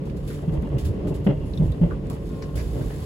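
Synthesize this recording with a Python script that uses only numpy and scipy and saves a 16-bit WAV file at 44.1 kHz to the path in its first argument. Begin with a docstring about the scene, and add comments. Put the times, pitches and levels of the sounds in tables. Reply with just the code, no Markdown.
"""Electric train in a yard

The car rumbles and hums: filtered noise and wavering sines. Wheels thud over rail joints and points:
falling sines, panel modes, steel noise and a long modal ring. Fittings tick, rattle and jingle as
short resonant noise; what is probably compressed air spits, puffs and hisses as coloured noise.
Stereo sound in the small cabin: the likeness of the two sides depends on frequency."""
import sys
import numpy as np
from scipy import signal
from scipy.fft import rfft, irfft, next_fast_len
from scipy.io import wavfile
from scipy.ndimage import map_coordinates

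SR = 44100
rng = np.random.default_rng(int(sys.argv[2]) if len(sys.argv) > 2 else 0)


def digitize_waveform(pressure):
    """Quantize a signal to 16-bit integers and store it at the path in sys.argv[1].

    Rows of a 2-D input are taken as channels; values are limited to [-1, 1].
    """
    field = np.atleast_2d(pressure).T
    bounded = np.clip(field, -1, 1)
    quanta = np.round(bounded * 32767).astype(np.int16)
    wavfile.write(sys.argv[1], SR, quanta)


N = 134505
T = np.arange(N) / SR  # time in seconds
M = next_fast_len(N + 8192)  # padded transform length
HZ = np.fft.rfftfreq(M, 1 / SR)

# Likeness of the two sides in the cabin. Each row: frequency in Hz, left-right correlation.
CABIN_ALIKE = [(60, 0.98), (150, 0.93), (260, 0.85), (500, 0.57), (1000, 0), (2000, 0), (5000, 0.056)]
# Singing of wheels on rails, which the jingle follows. Each row: time in seconds, relative level in dB.
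SINGING_LEVEL = [(0, -58), (.45, -53), (.7, -51), (.88, -54), (1.4, -59), (2.0, -57), (2.5, -55),
                 (2.8, -50.5), (3.05, -52.5)]

METAL_ATTACK_S = 0.0019  # rise of a knock or clink
CHATTER_DB, CHATTER_RATE = 2.2, 140  # roughness of metal contact: depth in dB, knots per second


def amp(db):
    """Level law: decibels to amplitude ratio."""
    return 10 ** (np.asarray(db) / 20)


def unit(x):
    """Normalisation to unit mean power (rms 1)."""
    return x / np.sqrt(np.mean(x ** 2) + 1e-20)


def along(points):
    """Interpolation of (Hz, value) points on a logarithmic frequency axis."""
    hz, value = np.transpose(points)
    return np.interp(np.log(HZ + 1), np.log(hz + 1), value)


def curve(rows):
    """Linear interpolation of (seconds, value) points in time."""
    return np.interp(T, *np.transpose(rows))


def wobble(rate):
    """Slow random modulation: a smooth curve through normal random knots, rate per second."""
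    knots = rng.standard_normal(int(N * rate / SR) + 4)
    return map_coordinates(knots, [T * rate])


def noise(spectrum_db, alike, phase=0):
    """Partially coherent coloured stereo noise of rms 1; phase is the lead of the left side in radians."""
    a, b = rfft(rng.standard_normal((2, M))) * amp(spectrum_db)
    # The cosine of twice this mixing angle is the correlation of the sides.
    angle = np.arccos(np.clip(along(alike), -1, 1)) / 2
    mid = a * np.cos(angle)
    side = b * np.sin(angle)
    left = (mid + side) * np.exp(1j * phase)
    right = mid - side
    return unit(irfft(np.array([left, right]), M)[:, :N])


def envelope(start, attack, hold, t60):
    """Transient law: linear rise, then exponential decay from hold seconds after the start."""
    t = T - start
    rise = np.clip(t / attack, 0, 1)
    return rise * amp(-60 * np.clip((t - hold) / t60, 0, 2))


def tone(hz):
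    """Frequency and amplitude modulation of a sine of about rms 1."""
    drift_hz, swing_db = 2.033, 1
    level = np.sqrt(2) * amp(swing_db * wobble(6.73))
    cycles = np.cumsum(hz + drift_hz * wobble(14)) / SR
    return level * np.sin(2 * np.pi * cycles)


def ringing(modes, drift_hz, spread):
    """Modal sum of (Hz, dB) sines wavering in pitch; spread scatters the sides' phase, in radians."""
    out = np.zeros((2, N))
    for hz, db in modes:
        cycles = np.cumsum(hz + drift_hz * wobble(40)) / SR + rng.random()
        side_phase = np.outer([.5, -.5], spread * wobble(12))
        out += np.sqrt(2) * amp(db) * np.sin(2 * np.pi * cycles + side_phase)
    return out


def chatter():
    """Random amplitude modulation of rms 1, the roughness of metal contact."""
    return unit(amp(CHATTER_DB * wobble(CHATTER_RATE)))


def rolling():
    """Broadband rolling excitation: wheels roar and sing on the rails and the car body booms."""
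    # Spectra of roar, singing and boom. Each row: frequency in Hz, relative density in dB per Hz.
    roar_spectrum = [(50, -32.5), (85, -14.5), (125, -5), (175, -1.5), (230, -9.5), (330, -10), (410, -11),
                     (490, -14), (590, -17.5), (680, -28.5), (800, -31.5), (1070, -31.5), (1300, -40),
                     (1950, -40.5), (2300, -41.5), (2900, -43), (3800, -49.5), (5500, -55), (9000, -77),
                     (15000, -100)]
    singing_spectrum = [(450, -23), (650, 9), (760, 6), (900, -1.5), (1080, 4.5), (1300, -7.5),
                        (1900, -12.5), (3000, -49.5)]
    boom_spectrum = [(15, -19), (30, -3), (42, 12), (60, 15.5), (78, 9), (105, 10), (150, -9), (300, -70)]
    # Courses of roar and boom. Each row: time in seconds, relative level in dB.
    roar_level = [(0.0, -33), (0.36, -37), (0.64, -32.5), (0.8, -35), (1.0, -31), (1.1, -33), (1.78, -34),
                  (1.84, -32), (2.21, -35.5), (2.54, -37), (2.7, -34.5), (3.05, -35)]
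    boom_level = [(0, -47), (.13, -32), (.42, -38), (.53, -28), (.59, -28), (.65, -32.5), (.8, -30),
                  (.9, -29), (.98, -33), (1.45, -28.5), (1.55, -31), (1.68, -25.5), (1.76, -37),
                  (1.85, -23), (1.95, -32.5), (2.53, -37), (2.63, -27), (2.78, -36.5), (2.88, -29.5),
                  (3.05, -37.5)]
    gain_db, swing_db = 1.5, 1.2  # gain of roar and boom, random swing of roar and singing

    roar_gain = amp(curve(roar_level) + gain_db + swing_db * wobble(20))
    roar = noise(along(roar_spectrum), CABIN_ALIKE) * roar_gain
    singing_gain = amp(curve(SINGING_LEVEL) + swing_db * wobble(25.14))
    singing = noise(along(singing_spectrum), CABIN_ALIKE) * singing_gain
    boom = noise(along(boom_spectrum), CABIN_ALIKE) * amp(curve(boom_level) + gain_db)
    return roar + singing + boom


def hum():
    """Narrowband sources: steady tones of the electric gear and brief thin whines of the wheels."""
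    # Electric gear. Each row: frequency in Hz, level in dB.
    gear_tones = [(60.5, -45), (145.2, -37), (289.5, -45.5), (435, -47), (555, -54.5), (2013, -79.5)]
    # Wheel whines. Each row: start in seconds, time to release in seconds, frequency in Hz, level in dB.
    whines = [(2.29, .33, 1067, -56.5), (2.29, .36, 1421, -67.5), (1.445, .04, 10300, -68)]
    whine_attack_s, whine_t60_s = 0.014, .3

    out = np.zeros(N)
    for hz, db in gear_tones:
        out += amp(db) * tone(hz)
    for start, hold, hz, db in whines:
        out += amp(db) * tone(hz) * envelope(start, whine_attack_s, hold, whine_t60_s)
    return out


def jingle():
    """Shot noise of small random steel contacts in the running gear, stronger when the rails sing."""
    # Spectrum of the contacts. Each row: frequency in Hz, relative density in dB per Hz.
    jingle_spectrum = [(500, -9), (850, 11), (1300, 3), (1600, -7), (1920, 3), (2250, -11.5), (2800, -0.5),
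                       (3300, -4), (4000, -18.5), (8000, -40)]
    contacts_per_s, scatter_db, t60_s = 55, 7, .05
    level_db = -3.5  # relative to the singing

    hits = (rng.random(N) < contacts_per_s / SR) * amp(scatter_db * rng.uniform(-1.5, 1, N))
    power_decay = amp(-60 * T / t60_s) ** 2
    power = np.abs(signal.fftconvolve(hits ** 2, power_decay)[:N])
    strength = unit(np.sqrt(power)) * amp(curve(SINGING_LEVEL) + level_db)
    return strength * noise(along(jingle_spectrum), CABIN_ALIKE)


def air():
    """Turbulent jet noise: leak, puffs and spits add in power, and more flow is brighter."""
    # Steady leak. Each row: time in seconds, relative level in dB.
    leak = [(0, -66.5), (.2, -65), (.27, -56), (.48, -63.5), (1.02, -65.5), (1.43, -64), (1.6, -64),
            (1.9, -62.5), (2.0, -66), (2.35, -58.5), (2.55, -59.5), (2.575, -54), (2.78, -52.5),
            (3.05, -51.5)]
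    # Puffs. Each row: start in seconds, relative level in dB, time to release and t60 in seconds.
    puffs = [(0.05, -58, 0.017, 0.17), (0.163, -56, 0.011, 0.21), (0.274, -48.5, 0.019, 0.26),
             (.325, -52.5, 0.025, 0.41), (0.52, -57.5, 0.028, 0.11), (0.779, -48, 0.014, 0.4),
             (0.845, -45.5, 0.016, 0.19), (1.069, -51.5, 0.023, 0.14), (1.14, -52.5, 0.018, 0.21),
             (1.243, -55, 0.0077, .17), (1.454, -61.5, 0.064, 0.23), (1.54, -59.5, 0.057, .2),
             (1.626, -57, .05, .2), (2.101, -53.5, 0.043, 0.15), (2.253, -58.5, 0.029, .15),
             (2.415, -64, .01, 0.13), (2.553, -46, 0.027, 0.42)]
    # Sharp spits. Each row: start in seconds, relative level in dB.
    spits = [(0.28, -55.5), (.407, -58), (0.622, -50.5), (0.691, -57.5), (1.241, -56), (1.535, -71),
             (1.58, -58), (1.719, -47.5), (2.069, -54), (2.099, -41), (2.291, -49), (2.84, -58)]
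    # Hiss spectrum. Each row: frequency in Hz, relative density in dB per Hz.
    air_spectrum = [(600, -14), (1500, 1), (3000, 2), (4500, 1), (5800, -2.5), (7000, -2), (8100, 0),
                    (9500, -1.5), (10800, 1.5), (12000, -1.5), (13300, -3), (14500, -6), (15700, -5.5)]
    # Likeness of the sides in the hiss. Each row: frequency in Hz, left-right correlation.
    air_alike = [(1500, .1), (5000, 0.18), (6500, 0.44), (8000, 1), (9200, 1), (11500, 0.74), (13500, 1),
                 (15000, 0.94)]
    puff_attack_s, spit_attack_s, spit_t60_s = 0.0042, 0.00028, 0.03
    ripple_db, ripple_knot_hz = 2.3, 100  # nearby surfaces colour the hiss
    left_lag_s, inphase_hz = .00022, 6850  # the left side lags a little, in phase near 6850 Hz
    bright_hz, full_db = 12000, -42  # start of the top end, flow level that leaves it unaltered
    brightens = 0.43  # extra dB of top end for each dB of flow

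    power = amp(curve(leak)) ** 2
    for start, db, hold, t60 in puffs:
        power += (amp(db) * envelope(start, puff_attack_s, hold, t60)) ** 2
    for start, db in spits:
        power += (amp(db) * envelope(start, spit_attack_s, spit_attack_s, spit_t60_s)) ** 2
    flow = np.sqrt(power) * amp(1.5 + 0.89 * wobble(220))  # overall gain and fast flutter in dB

    ripple = ripple_db * map_coordinates(rng.standard_normal(size=2048), [HZ / ripple_knot_hz])
    left_phase = -2 * np.pi * left_lag_s * (HZ - inphase_hz)
    hiss = noise(along(air_spectrum) + ripple, air_alike, left_phase)
    body = irfft(rfft(hiss, M) / (1 + (HZ / bright_hz) ** 8), M)[:, :N]
    top = hiss - body
    return flow * (body + top * (flow / amp(full_db)) ** brightens)


def rattles():
    """Damped resonance: brief knocks of loose fittings, each noise around its own pitch."""
    # Each row: start in seconds, level in dB, pitch in Hz, width in octaves, t60 in seconds.
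    knocks = [(0.096, -48.5, 2370, 0.62, 0.063), (.3, -46.5, 1430, .7, 0.29), (.783, -46, 2700, 0.71, 0.16),
              (1.535, -41.5, 3800, .12, .035), (1.535, -51, 5300, .08, .032), (1.574, -42, 3680, .09, .045),
              (1.574, -54, 5500, .07, .036), (1.72, -48.5, 3650, .12, .07), (1.91, -39, 1140, .09, .11),
              (1.908, -38.5, 1450, .15, .11), (2.103, -41, 650, .12, .2), (2.103, -40.5, 1000, .25, .17),
              (2.422, -48, 4700, 0.31, 0.12), (2.808, -45.5, 1420, 0.34, 0.15),
              (2.9, -48.5, 1730, .2, 0.34)]
    out = np.zeros((2, N))
    for start, db, hz, width, t60 in knocks:
        octaves = np.log2((HZ + 1) / hz)
        resonance_db = -20 * np.log10(1 + (octaves / width) ** 2)
        knock = envelope(start, METAL_ATTACK_S, METAL_ATTACK_S, t60)
        out += amp(db) * noise(resonance_db, CABIN_ALIKE) * knock
    return out


def clacks():
    """Impact excitation: a wheel blow thuds in the floor, rings panels, clashes and leaves the wheel singing."""
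    # Wheel blows. Each row: start in seconds, time to release in seconds, thud pitch in Hz,
    # then thud, panel and steel levels in dB, the last two relative.
    blows = [(.425, .02, 148, -24, -38, -52), (.52, .05, 150, -28, -32.5, -52),
             (.625, .017, 207, -25, -34, -52), (.477, .016, 160, -14.5, -39, -51),
             (.58, .025, 58, -23, -42, -62), (.715, .02, 150, -30, -34, -50),
             (.742, .026, 135, -17, -32, -54), (.856, .02, 72, -18.5, -48, -68),
             (.892, .012, 95, -15, -42, -62), (1.048, .035, 300, -25.5, -31.5, -53),
             (1.068, .008, 160, -27, -35, -48), (1.104, .016, 154, -18, -31, -53),
             (1.264, .016, 195, -12, -23, -35.5), (1.288, .022, 140, -16, -25, -40),
             (1.596, .012, 160, -11, -34, -54), (1.617, .014, 175, -17, -29, -53),
             (1.646, .012, 90, -21, -38, -64), (1.695, .007, 110, -15.5, -42, -64),
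             (1.812, .034, 172, -10.5, -29.5, -45.5), (1.835, .014, 240, -24, -29, -48),
             (2.555, .035, 118, -23, -35, -61), (2.754, .06, 134, -25, -33.5, -53)]
    # Noise of panels and steel. Each row: frequency in Hz, relative density in dB per Hz.
    panel_spectrum = [(60, -21), (120, -17), (200, 1), (300, 0), (400, -3), (480, -5), (600, -6),
                      (680, -14.5), (900, -16), (1300, -35), (3000, -83)]
    steel_spectrum = [(500, -7), (700, 12.5), (900, 6.5), (1120, 3), (1350, -0.5), (1540, 2), (1700, -1),
                      (1900, 0), (2060, 4), (2300, -9.5), (2520, -4), (2680, -1.5), (2900, -3.5),
                      (3100, -2.5), (3300, -3), (3600, -14.5), (4000, -19.5), (8000, -38), (15000, -67)]
    # Floor and wall panel resonances. Each row: frequency in Hz, relative level in dB.
    panel_modes = [(258, -10.5), (305, -6.5), (393, -7), (452, -15), (565, -11.5), (622, -18)]
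    # Long ring of wheel and rail. Each row: frequency in Hz, level in dB over the steel clash.
    wheel_modes = [(872, -15), (915, -17), (1050, -20), (2050, -29), (2680, -25.5), (2794, -21.5),
                   (2900, -26), (3285, -28)]
    attack_s, thud_t60_s, panel_t60_s, steel_t60_s, wheel_t60_s = .003, .08, .2, .15, .85
    thud_sag = .8  # fall in pitch, share per second
    thud_lead, panel_spread, metal_spread = 0.35, 1, 1.2  # phase between the sides in radians
    panel_noise_db, panel_drift_hz = -2, 12
    wheel_drift_hz, wheel_flutter_db = 20, 4.5

    thud = np.zeros((2, N))
    panel_power, steel_power, wheel_power = np.zeros((3, N))
    side_phase = np.array([[.5], [-.5]]) * thud_lead
    for start, hold, hz, thud_db, panel_db, steel_db in blows:
        t = np.clip(T - start, 0, .3)
        cycles = hz * (t - thud_sag * t * t / 2)
        swing = -np.sin(2 * np.pi * cycles + side_phase)
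        thud += amp(thud_db) * swing * envelope(start, attack_s, hold, thud_t60_s)
        panel_power += (amp(panel_db) * envelope(start, attack_s, hold, panel_t60_s)) ** 2
        steel_power += (amp(steel_db) * envelope(start, attack_s, hold, steel_t60_s)) ** 2
        wheel_power += (amp(steel_db) * envelope(start, attack_s, hold, wheel_t60_s)) ** 2

    panel_sound = amp(panel_noise_db) * noise(along(panel_spectrum), CABIN_ALIKE)
    panel_sound += ringing(panel_modes, panel_drift_hz, panel_spread)
    panels = np.sqrt(panel_power) * panel_sound
    clash = np.sqrt(steel_power) * chatter() * noise(along(steel_spectrum), CABIN_ALIKE)
    flutter = unit(amp(wheel_flutter_db * wobble(70)))
    wheel = np.sqrt(wheel_power) * flutter * ringing(wheel_modes, wheel_drift_hz, metal_spread)
    return thud + panels + clash + wheel


def fitting():
    """Modal filtering: a loose metal fitting clinks and scrapes through the same damped resonances."""
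    # Clinks. Each row: start in seconds, level in dB, t60 in seconds.
    clinks = [(2.422, -41, .1), (2.57, -41.5, .15), (2.588, -45, .17)]
    # Resonances of the fitting. Each row: frequency in Hz, relative level in dB.
    clink_modes = [(1060, 2), (1700, 2), (2015, 2), (2350, -4), (2890, -7), (3870, -9), (4640, -7),
                   (4980, -7), (5700, -7), (6910, -10)]
    width_hz = 150  # half-power bandwidth of each resonance

    strength = np.zeros(N)
    for start, db, t60 in clinks:
        strength += amp(db) * envelope(start, METAL_ATTACK_S, METAL_ATTACK_S, t60)
    mode_power = np.zeros(len(HZ))
    for hz, db in clink_modes:
        mode_power += amp(db) ** 2 / (1 + (2 * (HZ - hz) / width_hz) ** 2)
    return strength * chatter() * noise(10 * np.log10(mode_power), CABIN_ALIKE)


def scene():
    """Superposition of all sources, with the cabin's uneven left-right balance."""
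    # Balance of the cabin. Each row: frequency in Hz, left over right in dB.
    cabin_tilt = [(60, -3), (140, -1.5), (260, 1.5), (500, 1.5), (1000, 3), (2000, -0.7), (6000, -0.1)]
    sound = rolling() + hum() + jingle() + air() + rattles() + clacks() + fitting()
    balance = amp(np.outer([.5, -.5], along(cabin_tilt)))
    return irfft(rfft(sound, M) * balance, M)[:, :N]


def record(dry):
    """Band limitation: nothing is kept from 15800 Hz up."""
    return irfft(rfft(dry, M) * (HZ < 15800), M)[:, :N]


dry = scene()
out = record(dry)
digitize_waveform(out)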